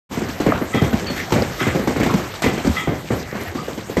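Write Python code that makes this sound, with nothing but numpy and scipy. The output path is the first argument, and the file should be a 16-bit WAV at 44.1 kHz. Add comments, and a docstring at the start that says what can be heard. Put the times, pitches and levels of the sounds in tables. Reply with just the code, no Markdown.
"""Hail on a thin sheet roof, heard from underneath, in heavy rain beside a pond.
Each big stone sends a quick, falling bending wave through the sheet: a thud, then a rumble and a
spray of ice. Some blows boom, some land with a hard knock; small stones patter dully.
Others rattle on metal or ping off a steel tube, over the hiss of rain on water and pavement.
A limiter holds the loudest blows down."""
import sys
import numpy as np
from scipy import signal
from scipy.io import wavfile
from scipy.ndimage import uniform_filter1d, minimum_filter1d

SR = 44100
rng = np.random.default_rng(int(sys.argv[2]) if len(sys.argv) > 2 else 0)


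def persist_wave(psi):
    """Save psi, clipped to +-1, as 16-bit WAV."""
    counts = np.round(np.clip(psi, -1, 1) * 32767).astype(np.int16)
    wavfile.write(sys.argv[1], SR, np.atleast_2d(counts).T)


N = 176400
T = np.arange(N) / SR


def from_db(db):
    """Decibels to gain."""
    return 10 ** (np.asarray(db) / 20)


def unit_rms(x):
    """Scale to rms 1."""
    return x / np.sqrt(np.mean(x ** 2) + 1e-20)


def at_hz(table, hz):
    """Read a table on a log-frequency axis."""
    freqs, values = np.transpose(table)
    return np.interp(np.log(hz), np.log(freqs), values)


def add(out, start_s, x):
    """Mix x into out at start_s."""
    i = int(np.clip(start_s * SR, 0, N - 1))
    out[i:i + len(x)] += x[:N - i]


def butter(x, hz, kind="band"):
    """Butterworth filter, 12 dB per octave."""
    return signal.sosfilt(signal.butter(2, hz, kind, fs=SR, output="sos"), x)


def drift(per_s):
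    """Random wander, rms 1."""
    knots = rng.standard_normal(int(per_s * N / SR) + 2)
    return unit_rms(np.interp(T * per_s, np.arange(len(knots)), knots))


def noise_bands(spectrum):
    """Half-octave (Hz, noise) pairs, summing to rms 1."""
    edges = 25 * 2 ** np.arange(0, 9.6, .5)
    centres = np.sqrt(edges[1:] * edges[:-1])
    white = rng.standard_normal((2, N))
    parts = np.array([from_db(at_hz(spectrum, hz)) * butter(white[k % 2], edges[k:k + 2])
                      for k, hz in enumerate(centres)])
    return list(zip(centres, parts / parts.sum(0).std()))


def ring(x, hz, t60_s):
    """Damped mode: a unit click starts a sine of height 1."""
    r, w = from_db(-60 / (t60_s * SR)), 2 * np.pi * hz / SR
    return signal.lfilter([0, np.sin(w)], [1, -2 * r * np.cos(w), r * r], x + 1e-18)


def resonate(x, hz, width_hz):
    """Steep-sided resonance, rms 1."""
    return unit_rms(butter(x, [hz - width_hz / 2, hz + width_hz / 2]))


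def grains(per_s, spread_db):
    """Random clicks, mostly small, a few large."""
    sizes = from_db(spread_db * np.minimum(rng.exponential(1, N), 4)) * rng.choice([-1, 1], N)
    return sizes * (rng.random(N) < per_s / SR)


def swell(start_s, rise_s, fade_s):
    """Linear rise, exponential fade."""
    t = T - start_s
    return np.clip(t / rise_s, 0, 1) * np.exp(-np.maximum(t - rise_s, 0) / fade_s)


def blows(times_s, levels_db, rise_s, fade_s):
    """Envelope of blows whose energies add and decay, with rounded attacks."""
    energy = np.zeros(N)
    for s, db in zip(times_s, levels_db):
        add(energy, s, from_db([db]) ** 2)
    envelope = np.sqrt(signal.lfilter([1], [1, -np.exp(-2 / (fade_s * SR))], energy + 1e-18))
    pole = np.exp(-1 / (rise_s * SR))
    return signal.lfilter([1 - pole], [1, -pole], envelope)


# Downpour contour: (time [s], relative level [dB])
RAIN_CONTOUR = [(0.3, -37.5), (0.76, -36.5), (0.96, -35), (1.47, -35.5), (1.56, -34), (1.66, -34),
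                (2.07, -40), (2.2, -35), (2.43, -41.5), (2.63, -39), (2.73, -31.5), (2.9, -38),
                (3.13, -39.5), (3.47, -39), (3.95, -42)]
# Rain on pond and pavement: (frequency [Hz], relative density [dB])
RAIN_SPECTRUM = [(30, -18), (70, 2.5), (150, 8), (300, 1.5), (600, -1), (1100, -5.5), (2000, -4),
                 (3000, -14), (5000, -15), (7500, -16.5), (11000, -20), (13500, -21)]


def rain():
    """Far rain merges into a hiss; near drops tick on the wet pavement."""
    times, levels = np.transpose(RAIN_CONTOUR)
    strength = from_db(0.91 * np.interp(T, times, levels - levels.mean()))
    hiss = sum(noise * from_db(3.72 * drift(24.973)) for _, noise in noise_bands(RAIN_SPECTRUM))
    clicks = grains(per_s=220, spread_db=3.6)
    pitches_hz = np.geomspace(1100, 13000, 20)
    pitch_index = rng.integers(0, len(pitches_hz), N)
    tilt = from_db(-0.5 * np.log2(pitches_hz / pitches_hz[0]))
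    drops = sum(tilt[k] * ring(clicks * (pitch_index == k), hz, t60_s=4.8 / hz)
                for k, hz in enumerate(pitches_hz))
    return strength * (from_db(-33) * hiss + from_db(-43.5) * unit_rms(drops))


def patter(per_s=19, level_db=-36, spread_db=3):
    """Small stones land all over the roof with dull puffs."""
    when, size = rng.random((int(per_s * N / SR), 2)).T
    body = unit_rms(butter(rng.standard_normal(N), [170, 620]))
    levels = level_db + spread_db * (2 * size - 1)
    return body * blows(when * N / SR, levels, rise_s=0.00081, fade_s=0.02)


def bending_wave(body_hz, distance, start_hz=824):
    """Highs travel faster in the sheet, so the pitch falls, more slowly from farther off."""
    t = T[:SR // 12]
    body_s, attack_s, fade_s = 0.01233 * distance, 0.0014, 0.012 * distance
    period_s = 1 / start_hz + (1 / body_hz - 1 / start_hz) * (t / body_s) ** 0.858
    envelope = (1 - np.exp(-t / attack_s)) * np.exp(-(t / fade_s) ** 1.06)
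    return -np.sin(2 * np.pi * np.cumsum(1 / period_s) / SR) * envelope


def scatter(wave, db, near_db=-10, far_db=-18, fade_s=0.0069):
    """Weaker stones land farther off; the sheet's ribs scatter more of their wave."""
    t = T[:SR // 30]
    reflections = rng.standard_normal(len(t)) * np.exp(-t / fade_s)
    jumble = unit_rms(signal.fftconvolve(wave, reflections)[:len(wave)])
    share = np.clip((near_db - db) / (near_db - far_db), 0, 1)
    return np.sqrt(1 - share) * wave + np.sqrt(share) * wave.std() * jumble


# Big stones on the roof: (time [s], relative thud level [dB], body pitch [Hz], relative ice level [dB])
BIG_STONES = [(0.111, -15.5, 147, -29), (0.172, -11, 176, -35), (.217, -10, 228, -34.5),
              (0.285, -19.5, 183, -31), (.400, -8, 206, -28.5), (.463, 0, 191, -30), (0.485, -12, 268, -43),
              (.522, -6, 369, -34.5), (0.613, -10, 233, -40), (0.744, -4.5, 159, -30),
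              (0.817, -2.5, 126, -31.5), (0.833, -17, 130, -31.5), (0.929, -6, 207, -28),
              (0.943, -10, 144, -49), (1.021, -14.5, 210, -58), (1.099, -11, 195, -32.5),
              (1.163, -18, 198, -31), (1.305, -21, 181, -32), (1.322, 3, 140, -20), (1.334, -8, 149, -42),
              (1.36, 1, 156, -31), (1.383, -10, 255, -42), (1.422, -20, 248, -30.5),
              (1.611, -8.5, 194, -28.5), (1.667, -5, 138, -30.5), (1.748, -4, 186, -32),
              (1.794, -8, 194, -56), (1.873, -4.5, 185.5, -27), (1.905, -12, 246, -55),
              (1.962, -8, 221, -30), (2.000, -5.5, 203.4, -29), (2.031, -8, 197, -27.5),
              (2.06, -5.5, 212, -30), (2.104, -10.5, 232, -33.5), (2.138, -4, 147, -28),
              (2.17, -16, 149, -33), (2.338, -27, 200, -29.5), (2.42, -16, 155, -25),
              (2.441, -4.5, 140, -26.5), (2.462, -5, 186, -32), (2.531, -12, 220, -33),
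              (2.577, -10.5, 200, -31.5), (2.647, -7.5, 154, -29.5), (2.668, -10.5, 143, -29.5),
              (2.873, -5, 176, -40), (2.912, -10.5, 215, -53), (3.104, -5.5, 158, -34.5),
              (3.12, -9, 170, -33), (3.168, -17, 203, -45), (3.325, -14.5, 225, -51),
              (3.352, -14.5, 186, -34.5), (3.406, -17, 156, -33.5), (3.549, -14, 204, -32),
              (3.616, -18, 176, -52), (3.681, -13.5, 233, -35.5), (3.775, -17, 198, -34),
              (3.895, -17, 220, -34.5), (3.968, -4, 226, -28.5)]


def thuds(direct_db=-3.5, echo_db=-17.5, echo_s=0.016):
    """Each big stone's bending wave arrives directly, then returns from the sheet's edge."""
    out = np.zeros(N)
    jitter = rng.uniform(-1.096, 1, (len(BIG_STONES), 3))
    for (s, db, hz, _), (far, lag, detune) in zip(BIG_STONES, jitter):
        direct = bending_wave(hz, distance=1 + 0.16 * far)
        echo = bending_wave(hz * (1.332 + 0.3 * detune), distance=1.353)
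        add(out, s, from_db(db + direct_db) * scatter(direct, db))
        add(out, s + echo_s * (1 + 0.365 * lag), from_db(db + echo_db) * scatter(echo, db + echo_db))
    return out


# Sheet rumble: (frequency [Hz], relative density [dB])
RUMBLE_SPECTRUM = [(30, -33), (50, -7), (72, -2.5), (130, 0.5), (240, 5.5), (450, -4), (700, -8.5),
                   (1200, -19.5), (2100, -15.5), (4000, -63)]
# Sheet decay: (frequency [Hz], t60 [s])
RUMBLE_DECAY = [(70, 0.59), (200, 0.22), (500, 0.41), (2000, 0.31)]


def rumble():
    """The sheet rumbles after each big stone, each band decaying at its own rate."""
    times, levels, _, _ = np.transpose(BIG_STONES)
    out = np.zeros(N)
    for hz, noise in noise_bands(RUMBLE_SPECTRUM):
        fade_s = at_hz(RUMBLE_DECAY, hz) / np.log(1000)
        out += noise * blows(times, levels - 10.5, rise_s=0.0021, fade_s=fade_s)
    return out


def clacks(centre_hz=1200, peak_s=0.00087):
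    """Big stones clack at the instant of contact with the roof."""
    out, t = np.zeros(N), T[:SR // 10]
    envelope = t / peak_s * np.exp(1 - t / peak_s)
    for s, _, _, ice_db in BIG_STONES:
        hz = centre_hz * 2 ** rng.normal(0, 0.4)
        add(out, s, from_db(ice_db + 3) * np.sin(2 * np.pi * hz * t) * envelope)
    return out


# Shattering ice: (frequency [Hz], relative density [dB])
ICE_SPECTRUM = [(300, -13), (800, 8), (2000, 0.5), (3200, 0), (5000, -5.5), (8000, -5.5), (13500, -16.5)]


def ice(pivot_db=-30.5):
    """Each big stone cracks and sprays gritty chips; hard hits crack out of proportion."""
    times, _, _, levels = np.transpose(BIG_STONES)
    chips = sum(noise * from_db(1.95 * drift(150)) for _, noise in noise_bands(ICE_SPECTRUM))
    grit = unit_rms(chips * from_db(0.26 * drift(900)))
    excess_db = levels - pivot_db
    crack = blows(times + 0.00033, levels + excess_db - 2.5, rise_s=0.00066, fade_s=0.01)
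    spray = blows(times, levels - 1.5, rise_s=0.0099, fade_s=0.062)
    return grit * (crack + spray)


# Deep roof modes: (frequency [Hz], gain [dB], t60 [s])
DEEP_MODES = [(70.6, -22, 0.36), (105, -13, 0.16), (146.6, -18.5, 0.22)]


def roof_modes(pivot_hz=140, db_per_octave=32, lag_s=0.0076):
    """Heavy, low-pitched stones drive the roof's deep modes hardest."""
    pushes = np.zeros(N)
    for s, db, hz, _ in BIG_STONES:
        add(pushes, s + lag_s, from_db([db + db_per_octave * np.log2(pivot_hz / hz)]))
    pushes = butter(pushes, 54, "high")  # the pushes are high-passed, so little deep bass builds up
    return sum(from_db(db) * ring(pushes, hz, t60_s) for hz, db, t60_s in DEEP_MODES)


# Hard knocks and ticks: (time [s], relative level [dB], frequency [Hz], t60 [s])
HARD_KNOCKS = [(.5208, -4.5, 1224, .013), (.5218, 1.5, 677, 0.012), (0.5209, -18, 1670, 0.017),
               (1.307, -18, 960, 0.011), (1.3211, -2, 870, 0.011), (1.4215, -4.5, 505, 0.017),
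               (1.422, -12, 4800, 0.0024), (1.873, -11, 840, 0.011), (1.961, -18, 1200, 0.0069),
               (2.4215, -23, 8400, 0.0058), (2.423, -16.5, 775, 0.014), (3.412, -18, 11000, 0.00097),
               (3.436, -14, 10800, 0.001), (3.895, -14.5, 424, .022), (3.97, -20, 1950, 0.01)]


def knocks(rise_cycles=1.83):
    """Short, hard knocks and sharp ticks, many being the bright attack of stones hitting the roof."""
    out, t = np.zeros(N), T[:SR // 10]
    for s, db, hz, t60_s in HARD_KNOCKS:
        rise = 1 - np.exp(-(t * hz / rise_cycles) ** 2)
        envelope = 2 * rise * from_db(-60 * t / t60_s)
        add(out, s, from_db(db + 5.5) * np.sin(2 * np.pi * hz * t) * envelope)
    return out


# Single rings: (time [s], level [dB], frequency [Hz], width [Hz], fade [s])
METAL_RINGS = [(.527, -25.5, 1200, 796, 0.06), (1.09, -39, 3480, 600, 0.06),
               (1.16, -35.5, 3270, 1200, 0.081), (1.594, -24, 1620, 900, 0.13),
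               (2.005, -27.5, 2040, 600, 0.072), (2.086, -26, 1190, 350, 0.05),
               (2.425, -27, 2100, 700, 0.06), (2.757, -27.5, 2030, 130, 0.024),
               (3.565, -44.5, 4740, 185.2, 0.07), (3.577, -31.5, 1184, 108, 0.07),
               (3.608, -38, 775, 90, 0.044)]


def metal_rings(chips):
    """Ice chips briefly excite metal parts, one resonance each."""
    return sum(from_db(db) * resonate(chips, hz, width_hz) * swell(s, rise_s=0.012, fade_s=fade_s)
               for s, db, hz, width_hz, fade_s in METAL_RINGS)


# Ice rattling on a metal part: (time [s], level [dB], rise [s], fade [s])
RATTLE_BURSTS = [(0.718, -24, 0.018, 0.093), (1.585, -25.5, 0.009, 0.082), (2.42, -28.5, 0.0099, 0.11),
                 (2.745, -22, 0.015, 0.077)]
# The part's resonances: (frequency [Hz], width [Hz], relative level [dB])
RATTLE_MODES = [(1233, 60, -0.5), (1285, 44, 2), (1467, 45, -19), (2015, 127, 2.5), (2224, 520, 0),
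                (3280, 236, 0.5), (3550, 220, -6.5)]


def metal_rattles(chips, lag_s_per_octave=0.0089):
    """Skittering chips keep one metal part ringing; higher resonances speak later."""
    out = np.zeros(N)
    norm = np.linalg.norm(from_db([db for _, _, db in RATTLE_MODES]))
    for hz, width_hz, mode_db in RATTLE_MODES:
        lag_s = lag_s_per_octave * np.log2(hz / RATTLE_MODES[0][0])
        envelope = sum(from_db(db) * swell(s + lag_s, rise_s, fade_s)
                       for s, db, rise_s, fade_s in RATTLE_BURSTS)
        out += from_db(mode_db) / norm * resonate(chips, hz, width_hz) * envelope
    return out


# Soft, heavy blows: (time [s], level [dB], frequency [Hz], rise [s])
SOFT_BLOWS = [(0.941, -5, 170, 0.0041), (1.361, -9.5, 203, .005), (2.14, -6, 192, 0.0086),
              (2.441, -5.5, 210, 0.0048), (2.673, -1, 232, 0.0053), (2.675, -14, 77, 0.024),
              (2.696, -8.5, 224, 0.0054), (3.468, -24.5, 86, 0.023)]


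def booms():
    """Soft blows make the sheet boom for a few slow cycles."""
    out, t = np.zeros(N), T[:SR // 3]
    for s, db, hz, rise_s in SOFT_BLOWS:
        envelope = (t / rise_s * np.exp(1 - t / rise_s)) ** 2
        add(out, s, from_db(db) * np.sin(2 * np.pi * hz * t) * envelope)
    return out


# Steel tube modes: (frequency [Hz], relative level [dB], t60 [s])
TUBE_MODES = [(4330, -5, 0.6), (4450, -2.5, 0.27), (4500, -2, 0.17), (4700, -9, .08)]


def tube_ping(start_s=1.065, rise_s=0.004, chatter_db=4.5, chatter_per_s=170):
    """A stone strikes a loose tube; its close modes beat and chatter as they fade."""
    out, t = np.zeros(N), np.maximum(T - start_s, 0)
    for hz, db, t60_s in TUBE_MODES:
        envelope = from_db(db + chatter_db * drift(chatter_per_s) - 60 * t / t60_s)
        out += envelope * np.sin(2 * np.pi * hz * t + drift(chatter_per_s))
    return from_db(-28) * np.minimum(t / rise_s, 1) * out


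def scene():
    """Roof, ice, metal and rain, in mono."""
    roof = thuds() + rumble() + roof_modes() + booms() + patter()
    shatter = ice()
    chips = grains(per_s=2800, spread_db=2.15)
    metal = metal_rings(chips) + metal_rattles(chips) + tube_ping()
    return (roof + shatter + metal + clacks() + knocks() + rain())[None]


def limiter(x, limit_db=-4, release_db_per_s=95):
    """The gain drops at once on peaks and recovers at a steady rate."""
    over_db = np.maximum(20 * np.log10(np.abs(x) + 1e-9) - limit_db, 0)
    release_db = release_db_per_s * T
    cut_db = np.maximum.accumulate(over_db + release_db) - release_db
    return x * from_db(uniform_filter1d(minimum_filter1d(-cut_db, size=64), size=64))


def record(dry):
    """Abrupt fade-in, treble notch, limiter, steep low-pass."""
    start_s, rise_s = 0.091, 0.045
    notch_hz, width_hz, cutoff_hz = 9817, 3100, 14100
    x = dry[0] * np.clip((T - start_s) / rise_s, 0, 1)
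    x = butter(x, [notch_hz - width_hz / 2, notch_hz + width_hz / 2], "bandstop")
    lowpass = signal.ellip(10, .3, 80, cutoff_hz, fs=SR, output="sos")
    return signal.sosfilt(lowpass, limiter(x))[None]


dry = scene()
out = record(dry)
persist_wave(out)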